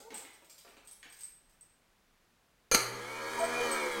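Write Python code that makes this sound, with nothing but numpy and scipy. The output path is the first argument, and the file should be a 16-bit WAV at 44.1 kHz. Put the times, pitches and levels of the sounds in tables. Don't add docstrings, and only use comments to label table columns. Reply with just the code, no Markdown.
import sys
import numpy as np
from scipy import signal
from scipy.fft import rfft, irfft
from scipy.io import wavfile

SR = 44100
rng = np.random.default_rng(int(sys.argv[2]) if len(sys.argv) > 2 else 0)


def store_wav(level_fs):
    pcm = np.round(np.clip(np.atleast_2d(level_fs), -1, 1) * 32767)
    wavfile.write(sys.argv[1], SR, pcm.T.astype(np.int16))


N = 176400
T = np.arange(N) / SR


def amp(db):
    return 10 ** (np.asarray(db) / 20)


def unit(x):
    return x / np.sqrt(np.mean(x ** 2) + 1e-20)


def in_time(rows):
    times, *columns = np.transpose(rows)
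    return [np.interp(T, times, column) for column in columns]


def at_hz(points, hz):
    freqs, values = np.transpose(points)
    return np.interp(np.log(np.maximum(hz, 1)), np.log(freqs), values)


def gate(start, end, fade_s):
    return np.clip((T - start) / fade_s, 0, 1) * np.clip((end - T) / fade_s + 1, 0, 1)


def drift(rate_hz):
    hop, settle = 40, 2000
    pole = np.exp(-2 * np.pi * rate_hz * hop / SR)
    noise = rng.standard_normal(N // hop + settle + 2)
    slow = signal.lfilter([1], [1, -2 * pole, pole * pole], noise)[settle:]
    return np.interp(np.arange(N) / hop, np.arange(len(slow)), unit(slow))


def colour(x, spectrum):
    size = 2 * N
    gain = unit(amp(at_hz(spectrum, np.arange(N + 1) * SR / size)))
    cepstrum = irfft(np.log(gain))
    cepstrum[1:N] *= 2
    cepstrum[N + 1:] = 0
    return irfft(rfft(x, size) * np.exp(rfft(cepstrum)))[:N]


def contacts(times, levels_db, chatter_s):
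    out, t = np.zeros(N + SR), T[:SR // 10]
    for at, db, decay_s in zip(times, levels_db, np.broadcast_to(chatter_s, len(times))):
        spray = rng.standard_normal(len(t)) * np.exp(-t / decay_s)
        start = int(at * SR)
        out[start:start + len(t)] += amp(db) * unit(spray) / np.sqrt(5)
    return out[:N]


def ring(x, modes):
    out = 0
    for hz, db, t60 in modes:
        radius = amp(-60 / (t60 * SR))
        poles = [1, -2 * radius * np.cos(2 * np.pi * hz / SR), radius * radius]
        out = out + amp(db) * np.sqrt(1 - radius) * signal.lfilter([1, 0, -1], poles, x + 1e-18)
    return out


# f/Hz, t60/s
ROOM_DECAY = [(150, 0.35), (1000, 0.75), (4000, 0.61), (8000, 0.44), (16000, 0.54)]
def kitchen(x, wet_db):
    t, tail = T[:int(.7 * SR)], 0
    edges = np.geomspace(80, 18000, 9)
    for low, high in zip(edges, edges[1:]):
        bandpass = signal.butter(2, [low, high], "band", fs=SR, output="sos")
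        band = signal.sosfilt(bandpass, rng.standard_normal(len(t)))
        tail = tail + band * amp(-60 * t / at_hz(ROOM_DECAY, np.sqrt(low * high)))
    tail = tail * np.minimum(t / 0.0029, 1)
    echo = signal.fftconvolve(x, tail / np.linalg.norm(tail))[:N]
    return (x + amp(wet_db) * echo) / np.hypot(1, amp(wet_db))


# f/Hz, relative level/dB
ROOM_TONE = [(15, -41), (25, 7), (84, -9), (200, -5.5), (236, -8), (439, -11), (531, -10.5), (591, -11.5),
             (1560, -12.5), (16000, -28.5)]
def room_tone():
    return amp(-70) * colour(rng.standard_normal(N), ROOM_TONE)


# t/s, pad level/dB, claw level/dB
STEPS = [(0.002, -55.5, -72), (0.105, -52.5, -53), (0.119, -51.5, -58), (0.145, -52.5, -59),
         (0.199, -60, -65), (0.25, -60, -54), (0.419, -59.5, -95), (0.648, -54, -63), (0.677, -62.5, -62.5),
         (0.734, -64, -72), (0.768, -60.5, -59.5), (1.029, -72, -51.5), (1.055, -61, -63)]
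# f/Hz, relative level/dB
PAD_THUD = [(60, -16), (150, -13), (260, -1.5), (800, -4.5), (1700, -11), (3000, -18), (12000, -28)]
CLAW_CLICK = [(300, -20), (1200, -5), (1800, -1), (2300, 1.5), (2900, -2.5), (3700, -7), (6000, -9),
              (16000, -28)]
def paws():
    times, pad_db, claw_db = np.transpose(STEPS)
    pads = colour(contacts(times, pad_db, chatter_s=0.0071), PAD_THUD)
    claws = colour(contacts(times, claw_db, chatter_s=0.0036), CLAW_CLICK)
    return kitchen(pads + claws, wet_db=6)


# t/s, ring level/dB, tick level/dB
TAG_TOUCHES = [(0.002, -58.5, -55), (0.1428, -41.5, -49.5), (0.175, -43, -50), (0.3324, -60, -60),
               (0.4453, -66, -62), (0.4971, -60, -53.5), (0.581, -60, -54), (0.69, -62.5, -66),
               (0.849, -63, -66), (0.8736, -50, -57), (0.912, -48, -58), (1.0998, -55, -68),
               (1.1245, -53.5, -56), (1.1663, -62, -61), (1.19, -52, -58), (1.2081, -45.5, -52.5),
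               (1.2348, -39, -65), (1.495, -68, -67.5), (1.6105, -51, -69.5), (3.31, -59, -64),
               (3.393, -40, -50), (3.441, -40.5, -56), (3.714, -32, -43), (3.92, -52, -49)]
# f/Hz, relative level/dB, t60/s
TAG_RING = [(5630, -28.5, .3), (7950, -17, 0.12), (8305, -4, 0.13), (8410, -12, 0.24), (12950, -27, 0.093),
            (13600, -27, .1)]
# f/Hz, relative level/dB
TAG_TICK = [(500, -14.5), (2500, -5), (5000, -2.5), (7600, -2), (9500, -4), (11000, -7), (13500, -5),
            (16000, -7)]
# t/s, f/Hz, level/dB
LINK_CLINKS = [(0.146, 7900, -45.5), (0.445, 13860, -75), (0.498, 7300, -57), (0.912, 10400, -56),
               (1.09, 13600, -71), (1.236, 7850, -61.5)]
def collar():
    times, ring_db, tick_db = np.transpose(TAG_TOUCHES)
    rings = ring(contacts(times, ring_db, chatter_s=0.1 / SR), TAG_RING)
    ticks = colour(contacts(times, tick_db, chatter_s=0.0064), TAG_TICK)
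    links = sum(ring(contacts([at], [db], chatter_s=0.0023), [(hz, 0, 0.0057)])
                for at, hz, db in LINK_CLINKS)
    return kitchen(rings, wet_db=-3.5) + kitchen(ticks + links, wet_db=7.5)


def dog_voice(rows, roughness=0.0107):
    hz, fundamental_db, octave_db = in_time(rows)
    phase = 2 * np.pi * np.cumsum(hz * (1 + roughness * drift(74))) / SR
    tone = amp(fundamental_db) * np.sin(phase) + amp(octave_db) * np.sin(2 * phase)
    return np.sqrt(2) * tone * gate(rows[0][0], rows[-1][0], fade_s=0.0088)


# t/s, f/Hz, fundamental level/dB, octave level/dB
WHIMPER_CURVE = [(0.02, 387.4, -67, -67), (0.055, 440, -56.5, -67), (0.085, 464, -52.5, -50.5),
                 (0.105, 454.6, -60, -60), (0.125, 440, -51.5, -60), (0.16, 416, -78, -57)]
def whimper():
    return kitchen(dog_voice(WHIMPER_CURVE), wet_db=-6)


# t/s, ring level/dB, crack level/dB, chatter/s
LUG_STRIKES = [(2.714, -32, -31, 0.0064), (2.719, -29.5, -31.5, 0.02), (2.74, -32, -35, .008),
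               (2.746, -29, -20.5, 0.0084)]
# f/Hz, relative level/dB, t60/s
STEEL_RING = [(484, -5, 0.083), (538, -12, 0.39), (897, -11.5, 0.11), (1221, -11.5, 0.31),
              (1350, -6.5, .08), (1684, -17, 0.067), (2365, -12, 0.071), (3045, -11.5, 0.13),
              (4090, -16, .1), (4270, -7.5, 0.16), (4540, -9, 0.088), (4820, -15, 0.04),
              (6000, -7.5, 0.055), (6400, -5.5, 0.15), (6380, -8, 0.084), (8805, -18, .09),
              (9220, -10, 0.042)]
# t/s, level/dB
LOW_THUMPS = [(2.715, -36), (2.747, -45)]
# f/Hz, relative level/dB
LUG_CRACK = [(100, -9.5), (260, -7), (520, 1), (720, -2.5), (1300, 2.5), (1900, -1.5), (2300, 3.5),
             (2700, -5.5), (3100, 0), (3650, -12.5), (4150, 7.5), (4750, 0), (5400, -10.5), (6100, -1),
             (6550, 10), (7200, -13), (8200, -7.5), (9100, 0), (10200, -12), (11400, -4.5), (16000, -25)]
LOW_THUMP_SPECTRUM = [(15, 8), (30, 0), (60, 0), (110, 1), (200, -40), (1000, -65)]
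def start_clank(kick_s=2.750, kick_hz=253, kick_width_s=0.0033):
    times, ring_db, crack_db, chatter_s = np.transpose(LUG_STRIKES)
    steel = ring(contacts(times, ring_db, chatter_s), STEEL_RING)
    crack = colour(contacts(times, crack_db, chatter_s), LUG_CRACK)
    kick_envelope = amp(-24) * np.exp(-((T - kick_s) / kick_width_s) ** 2)
    kick = kick_envelope * np.sin(2 * np.pi * kick_hz * (kick_s - T))
    thump = colour(contacts(*np.transpose(LOW_THUMPS), chatter_s=0.016), LOW_THUMP_SPECTRUM)
    return kitchen(steel + crack, wet_db=-6.5) + kick + thump


# t/s, f/Hz
ROTOR_SPEED = [(2.74, 45), (2.82, 55), (2.9, 65.5), (3.012, 68.5), (3.104, 74.4), (3.206, 77.3),
               (3.346, 79.8), (3.5, 80.5), (3.65, 80.5), (3.684, 79), (3.84, 73.4), (4.0, 67)]
# t/s, whirr level/dB, rattle level/dB
MOTOR_LEVELS = [(2.76, -50, -39.5), (2.92, -44, -50.5), (3.05, -44, -47.5), (3.2, -40, -46.5),
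                (3.35, -39.5, -42), (3.5, -36, -42), (3.66, -33.5, -39.5), (3.76, -32.5, -41.5),
                (3.9, -37.5, -41.5), (4.0, -36.5, -44)]
# multiple, relative level/dB
ROTOR_ORDERS = [(3, 7.5), (4, 0.5), (5, 2), (6, -1.5), (7, 3.5), (8, 3), (9, 2.5), (10, -2.5), (12, 1),
                (13, -3), (15, -3), (17, -4), (18, -1.5), (21, -2.5), (24, 0.5), (28, -8.5), (29, -5.5),
                (30, 3.5), (32, -4), (38, 0.5), (40, -7.5), (48, 4.5), (56, 2.5)]
# f/Hz, relative level/dB
SINK_RESPONSE = [(25, -4), (70, -15), (170, -15), (245, -13), (340, -5.5), (480, 3), (590, -10), (760, -8),
                 (950, 0.5), (1080, -3), (1330, 2.5), (1520, -8), (1670, 3), (1770, -9.5), (1870, -1.5),
                 (2030, -8.5), (2200, 0), (2400, -2.5), (2650, -23.5), (3100, -6.5), (3600, -16),
                 (4400, -11.5), (5400, -16), (6300, -12), (7300, -14.5), (8800, -14), (11000, -19.5),
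                 (16000, -27.5)]
ON_S, OFF_S = 2.745, 3.68
def motor(speed_jitter=0.00118, weak_order_db=-9, waver_db=3.5, scatter_rad_per_khz=0.38):
    speed, = in_time(ROTOR_SPEED)
    whirr_db, rattle_db = in_time(MOTOR_LEVELS)
    angle = 2 * np.pi * np.cumsum(speed * (1 + speed_jitter * drift(28))) / SR
    strong, whirr, on = dict(ROTOR_ORDERS), np.zeros(N), T > ON_S
    for order in range(3, 84):
        hz = order * speed[on]
        scatter = scatter_rad_per_khz * hz / 1000 * drift(14)[on]
        db = strong.get(order, weak_order_db) + at_hz(SINK_RESPONSE, hz) + waver_db * drift(9)[on]
        whirr[on] += amp(db) * np.sin(order * angle[on] + scatter + rng.uniform(0, 2 * np.pi))
    whirr *= amp(whirr_db) / np.std(whirr[on])
    pulsing = 1 + 0.13 * np.cos(2 * angle)
    grit = rng.standard_normal(N) * pulsing * amp(0.86 * drift(100))
    rattle = amp(rattle_db) * colour(unit(grit), SINK_RESPONSE)
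    return (whirr + rattle) * np.clip((T - ON_S) / 0.023, 0, 1)


# t/s, level/dB
HUM_LEVEL = [(2.76, -55), (2.9, -51), (3.02, -58), (3.3, -64), (3.64, -58), (3.7, -71)]
def mains_hum(hz=120):
    db, = in_time(HUM_LEVEL)
    return amp(db) * np.sqrt(2) * np.sin(2 * np.pi * hz * T) * gate(ON_S, OFF_S, fade_s=0.031)


# t/s, f/Hz, fundamental level/dB, octave level/dB
YIP_CURVE = [(3.365, 898, -54, -70), (3.39, 949, -34, -52), (3.398, 930, -37, -60), (3.401, 667, -36, -58),
             (3.412, 665, -33.5, -60), (3.438, 662, -27.5, -39), (3.46, 665, -36, -57),
             (3.48, 647, -66, -70)]
def yip():
    return kitchen(dog_voice(YIP_CURVE), wet_db=-10.5)


def scene():
    return (room_tone() + paws() + collar() + whimper()
            + start_clank() + motor() + mains_hum() + yip())[None]


def record(dry, cutoff_hz=15900):
    return signal.sosfilt(signal.ellip(10, .2, 70, cutoff_hz, fs=SR, output="sos"), dry)


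dry = scene()
out = record(dry)
store_wav(out)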